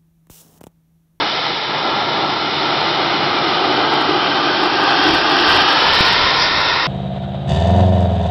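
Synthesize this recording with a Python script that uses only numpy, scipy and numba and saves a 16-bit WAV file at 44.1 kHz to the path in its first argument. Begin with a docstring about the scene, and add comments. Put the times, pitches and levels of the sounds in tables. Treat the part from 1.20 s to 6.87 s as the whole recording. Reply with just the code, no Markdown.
"""An open yard, where a sandblaster strips a steel cab some six metres away.
Air and grit roar and hiss on the steel. The jet rings the window frame, makes the hollow cab boom and
drums on the steel sheets; near the end it turns on to the flat side and sounds brighter. Echoes from
the ground, the steel side and the yard colour the sound. A low rumble on the microphone swells in the
loudest stretch of the blast, and the tallest spikes are cut flat and crackle."""
import sys
import numpy as np
from scipy import signal
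from scipy.fft import rfft, irfft, next_fast_len
from scipy.io import wavfile
from scipy.ndimage import uniform_filter1d, map_coordinates
from numba import njit

SR = 44100
rng = np.random.default_rng(int(sys.argv[2]) if len(sys.argv) > 2 else 0)


def transcribe(u):
    """Save the signal u as a 16-bit wav file named by the first command-line argument.

    u: samples, shape (n,) or (channels, n), limited to [-1, 1]; the rate is SR.
    q: integer samples, one column per channel.
    """
    v = np.clip(np.atleast_2d(u).T, -1, 1)
    q = np.round(v * 32767).astype(np.int16)
    wavfile.write(sys.argv[1], SR, q)


N = 250047
TIME = np.arange(N) / SR

# Where the nozzle points: (time [s], way along the window frame [0-1], turn on to the flat side [0-1])
NOZZLE_AIM = [(0.0, 0.14, 0.33), (1.0, 0.1, 0.24), (2.0, 0.02, 0.01), (2.8, 0.42, 0.0), (3.7, 1, 0.08),
              (4.35, 1, 0.1), (4.78, 0.61, 0.89), (5.15, 0.73, 0.98), (5.67, 1, 1)]
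# Below, "along" and "turn" are the amounts added at the end of the frame and at the full turn.

# Swells of low rumble and a tiny pop, placed where the blast is loudest:
# (time [s], level [dB], half-length [s])
RUMBLE_SWELLS = [(3.92, -32, .05), (4.338, -31.5, .07), (4.72, -36, 0.067), (4.97, -33.5, 0.098),
                 (5.3, -36.5, .22)]
POPS = [(4.8086, -3.5, 0.00048)]
# Echoes off the ground and the steel side:
# (delay [ms], strength [0-1], along [ms], along [strength], turn [ms], turn [strength])
GROUND_ECHO = (2.42, .11, .13, .07, -.29, .01)
STEEL_ECHO = (2.87, .06, .17, .03, -.17, .07)
# A hollow in the jet's sound that climbs in pitch: (time [s], centre [Hz], depth [0-1])
HOLLOW_PATH = [(0, 1480, 0.35), (.9, 1530, 0.74), (2.0, 1680, 0), (2.9, 1750, 0.47), (3.55, 1970, 0.5),
               (4.3, 2010, 0.63), (4.85, 2100, 0.33), (5.3, 2920, .24), (5.67, 3010, 0)]

# The tone colour of each noise: (frequency [Hz], relative level [dB])
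RUMBLE_COLOUR = [(15, -5.5), (40, -3), (80, 2), (150, -4), (300, -13), (800, -40)]
SHEET_COLOUR = [(20, -20), (55, -11), (85, -7), (115, -4.5), (162, 2.5), (200, -4.5), (300, -10),
                (600, -22), (1500, -50)]
FINE_HISS_COLOUR = [(3500, -38), (4200, -22), (4450, -4.5), (4700, 8.5), (5000, 8), (5400, 6.5), (5700, -3),
                    (6400, -11.5), (7000, -44.5)]
HISS_COLOUR = [(900, -24), (1600, 3.5), (2000, 2.5), (2400, -7.5), (3000, 2), (3500, -1.5), (4200, 4),
               (4500, 1), (5500, -43.5)]
ROAR_COLOUR = [(60, -34.5), (150, -6), (230, -7.5), (480, -3.5), (700, -1), (1100, -6.5), (1500, -6),
               (1900, -18), (3000, -41)]

# How loud the sheets drum and the cab booms: (level [dB], along [dB], turn [dB])
DRUM_LEVEL = (-31, -1, -4)
BOOM_LEVEL = (-27.5, 4.5, -20)
# The notes of the air in the cab: (pitch [Hz], width [Hz], relative level [dB])
CAB_NOTES = [(295.4, 64, -0.5), (340.4, 49, -2.5), (377.3, 64, -1.5)]
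# The nozzle crosses the window about twice a second and the boom swells: (time [s], boost [dB])
WINDOW_STROKES = [(0.0, 12.5), (0.3, 1.5), (1.03, 3.5), (1.51, 4), (1.95, 3.5), (2.47, 4.66), (2.91, 5.5),
                  (3.44, 4), (3.88, 7)]
# The jet slips off the steel: (time [s], change in the boom [dB], half-length [s])
JET_SLIPS = [(.15, -18, .07), (0.417, -12, .04)]

# How the hiss and the roar rise and fall: (time [s], level [dB])
HISS_CURVE = [(0.0, -21.5), (0.27, -22.5), (0.38, -24.0), (1.3, -23), (1.56, -20.9), (2.8, -22.5),
              (3.6, -20), (3.87, -16.5), (4.04, -19), (4.3, -15), (4.65, -17.6), (4.8, -15.5), (5.08, -18),
              (5.67, -20)]
ROAR_CURVE = [(0.0, -17.5), (0.1, -22.5), (0.3, -21.5), (0.4, -24.5), (0.58, -19.5), (0.98, -19),
              (1.28, -21.5), (1.52, -19), (2.3, -18.8), (2.72, -17.5), (2.9, -18.3), (3.53, -20.5),
              (3.68, -18.5), (4.1, -19.5), (4.3, -17.5), (4.82, -17.5), (5.1, -19.5), (5.67, -21)]
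# The finest hiss and the broad hiss, on top of the hiss curve: (offset [dB], along [dB], turn [dB])
FINE_HISS_OFFSET = (-11, 1, 3)
BROAD_HISS_OFFSET = (-8.5, 1.2, -1.1)
# Brief spits of the finest hiss: (time [s], boost [dB], half-length [s])
HISS_SPITS = [(0.143, 3.09, 0.05), (5.223, 7.5, 0.028)]
# The jet catches an edge, which rings for a moment:
# (time [s], pitch [Hz], width [Hz], level against the hiss curve [dB], half-length [s])
EDGE_RINGS = [(.8, 870, 200, -5, .22), (2.7, 798, 200, -1.5, 0.073), (2.72, 4000, 180, -12.5, .36),
              (2.88, 3060, 280, -5, .33), (4.62, 2984, 394, -6.5, 0.4), (4.82, 4440, 215, -11.5, .17),
              (5.452, 3730, 321, -6, 0.19)]
# The notes of the frame's edges, and of the gap between nozzle and steel:
# (pitch [Hz], width [Hz], relative level [dB], along [octaves], along [dB], turn [octaves], turn [dB])
EDGE_NOTES = [(1960, 330, -10.5, -0.069, 3.5, 0.11, 0), (2248, 700, -7.5, 0.24, 0.5, -0.04, 0.1),
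              (2958, 510, -6.5, 0.12, -0.4, 0.1, -2.5), (3580, 660, -4.64, 0.0071, -6.5, 0.062, 4.5),
              (4105, 482.0, -10.5, 0.12, -2.5, -0.04, 1.5)]
GAP_NOTES = [(824, 271, -5.5, -0.041, 3, 0.33, 0.3), (1292, 334, -6, -0.14, 3, 0.25, -1),
             (1526, 184, -15.5, -0.017, 11, 0.3, 0)]


def gain(db):
    """Turn decibels into a number to multiply by."""
    return 10 ** (np.asarray(db) / 20)


def normalise(x):
    """Scale a signal to an average size (rms) of 1."""
    return x / np.sqrt(np.mean(x ** 2))


def curves(rows):
    """Join a table's points with straight lines in time, one curve for each value column."""
    times, *columns = np.transpose(rows)
    return [np.interp(TIME, times, column) for column in columns]


def follow_aim(base, per_along, per_turn):
    """A value that follows the nozzle along the frame and through its turn."""
    along, turn = curves(NOZZLE_AIM)
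    return base + per_along * along + per_turn * turn


def swell(at_s, half_s):
    """A bell-shaped rise to 1 and back; half_s from its top it stands at about 0.6."""
    return np.exp(-.5 * ((TIME - at_s) / half_s) ** 2)


def wander(rate_hz):
    """A smooth random wobble of size 1, heading for a new value rate_hz times a second."""
    hold = int(SR / rate_hz)
    steps = np.repeat(rng.standard_normal(N // hold + 1), hold)
    return normalise(uniform_filter1d(uniform_filter1d(steps, hold), hold)[:N])


def noise(colour):
    """A steady rush: random noise shaped to a tone colour."""
    hz, db = np.transpose(colour)
    size = next_fast_len(N)
    log_hz = np.log(np.fft.rfftfreq(size, 1 / SR) + 1)
    shape = gain(np.interp(log_hz, np.log(hz), db))
    return normalise(irfft(rfft(rng.standard_normal(size)) * shape, size)[:N])


@njit
def band_pass(x, hz, width_hz):
    """A filter that keeps the sound near a moving pitch."""
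    out, band_state, low_state = np.empty(len(x)), 0., 0.
    for i in range(len(x)):
        tuning, damping = np.tan(np.pi * hz[i] / SR), width_hz / hz[i]
        band = (band_state + tuning * (x[i] - low_state)) / (1 + tuning * (tuning + damping))
        band_state = 2 * band - band_state
        low_state += 2 * tuning * band
        out[i] = damping * band
    return out


def blown_note(hz, width_hz):
    """Rushing air sounds a breathy note: noise filtered twice around one pitch."""
    hz = hz * np.ones(N)
    once = band_pass(rng.standard_normal(N), hz, float(width_hz))
    return normalise(band_pass(once, hz, float(width_hz)))


def aimed_note(hz, width_hz, db, along_octaves, along_db, turn_octaves, turn_db):
    """A breathy note whose pitch and loudness follow the nozzle."""
    pitch_hz = hz * 2 ** follow_aim(0, along_octaves, turn_octaves)
    return gain(follow_aim(db, along_db, turn_db)) * blown_note(pitch_hz, width_hz)


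def low_rumble(floor_db=-49.5):
    """A faint low rumble on the microphone that swells at set times, with one brief pop."""
    pops = sum(gain(db) * swell(at_s, half_s) for at_s, db, half_s in POPS)
    swells = sum(gain(db) * swell(at_s, half_s) for at_s, db, half_s in RUMBLE_SWELLS)
    return (gain(floor_db) + swells) * noise(RUMBLE_COLOUR) + pops


def yard_echoes(x, count=14, echo_db=-25.5):
    """Shed wall, scaffold and wheels return weak echoes that drift as the microphone sways."""
    echoes = 0
    for delay_s in rng.uniform(.004, .024, count):
        drift_s = .00008 * wander(rate_hz=1.2)
        echoes += rng.choice([-1, 1]) * np.interp(TIME - delay_s - drift_s, TIME, x, left=0)
    return gain(echo_db) * echoes


def near_echo(x, path):
    """A quick bounce that shifts with the nozzle; added to the jet it lifts some pitches, dulls others."""
    delay_ms, strength = follow_aim(*path[::2]), follow_aim(*path[1::2])
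    return strength * map_coordinates(x, [np.arange(N) - delay_ms * SR / 1000], order=3)


def frame_hollow(x, width_hz=230.):
    """Sound paths around the edge of the frame cancel each other in one moving band."""
    hz, depth = curves(HOLLOW_PATH)
    return x - depth * band_pass(x, hz, width_hz)


def sheet_drum(slip_db):
    """The big steel sheets drum under the jet; a slip quietens them less than it does the cab."""
    return gain(follow_aim(*DRUM_LEVEL) + .7 * slip_db) * noise(SHEET_COLOUR)


def cab_boom(slip_db, stroke_half_s=.044):
    """The air in the cab booms at each stroke and dies away once the jet leaves the window."""
    stroke_db = sum(db * swell(at_s, stroke_half_s) for at_s, db in WINDOW_STROKES)
    boom = normalise(sum(gain(db) * blown_note(hz, width) for hz, width, db in CAB_NOTES))
    return gain(follow_aim(*BOOM_LEVEL) + slip_db + stroke_db) * boom


def edge_song():
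    """The jet splits on the frame's edges and sings in broad, high bands, with brief narrower rings."""
    rings = sum(gain(db) * swell(at_s, half_s) * blown_note(hz, width)
                for at_s, hz, width, db, half_s in EDGE_RINGS)
    return sum(aimed_note(*note) for note in EDGE_NOTES) + rings


def jet_hiss():
    """The high part of the jet: a broad hiss, the singing edges and a finer hiss that spits."""
    broad = gain(follow_aim(*BROAD_HISS_OFFSET)) * noise(HISS_COLOUR)
    edges = edge_song()
    spit_db = sum(db * swell(at_s, half_s) for at_s, db, half_s in HISS_SPITS)
    fine = gain(follow_aim(*FINE_HISS_OFFSET) + spit_db) * noise(FINE_HISS_COLOUR)
    return gain(curves(HISS_CURVE)[0]) * (broad + edges + fine)


def jet_roar():
    """Air and grit roar on the steel, and the gap between nozzle and steel rings at three pitches."""
    rush = gain(-3) * noise(ROAR_COLOUR)
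    gap = gain(.32) * sum(aimed_note(*note) for note in GAP_NOTES)
    return gain(curves(ROAR_CURVE)[0]) * (rush + gap)


def sandblaster():
    """Roar, hiss, boom and drum all flutter together, because the grit feeds unevenly."""
    roar, hiss = jet_roar(), jet_hiss()
    slip_db = sum(db * swell(at_s, half_s) for at_s, db, half_s in JET_SLIPS)
    boom, drum = cab_boom(slip_db), sheet_drum(slip_db)
    flutter = gain(.11 * wander(rate_hz=21.8))
    flicker = gain(.3 * wander(rate_hz=45))  # the hiss wavers a little more
    return flutter * (roar + flicker * hiss + boom + drum)


def rasp(x, lean=.54, steepen=.18, ceiling=.81):
    """The loud blast is lopsided: its downward swings sharpen into spikes, its upward ones flatten."""
    bent = x - lean * x ** 2 + steepen * x ** 3
    rounded = bent / (1 + (bent / ceiling) ** 8) ** (1 / 8)  # the microphone softens tall spikes
    low_cut = signal.butter(2, 90, "high", fs=SR, output="sos")
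    return signal.sosfiltfilt(low_cut, rounded)


def scene():
    """The sandblaster with its echoes, and the low rumble, in one channel."""
    blast = frame_hollow(sandblaster())
    echoes = near_echo(blast, GROUND_ECHO) + near_echo(blast, STEEL_ECHO) + yard_echoes(blast)
    return (rasp(gain(-.53) * (blast + echoes)) + low_rumble())[None]


def record(dry, band_hz=5910, limit=.725, crackle_top_hz=15900):
    """The microphone loses the highest treble; the tallest spikes are then cut flat and crackle."""
    treble_cut = signal.firwin(171, band_hz, fs=SR)
    narrow = signal.fftconvolve(dry, treble_cut[None], mode="same")
    flattened = np.clip(narrow, -limit, limit)
    crackle_filter = signal.ellip(8, .2, 70, crackle_top_hz, fs=SR, output="sos")
    return signal.sosfilt(crackle_filter, flattened)


dry = scene()
out = record(dry)
transcribe(out)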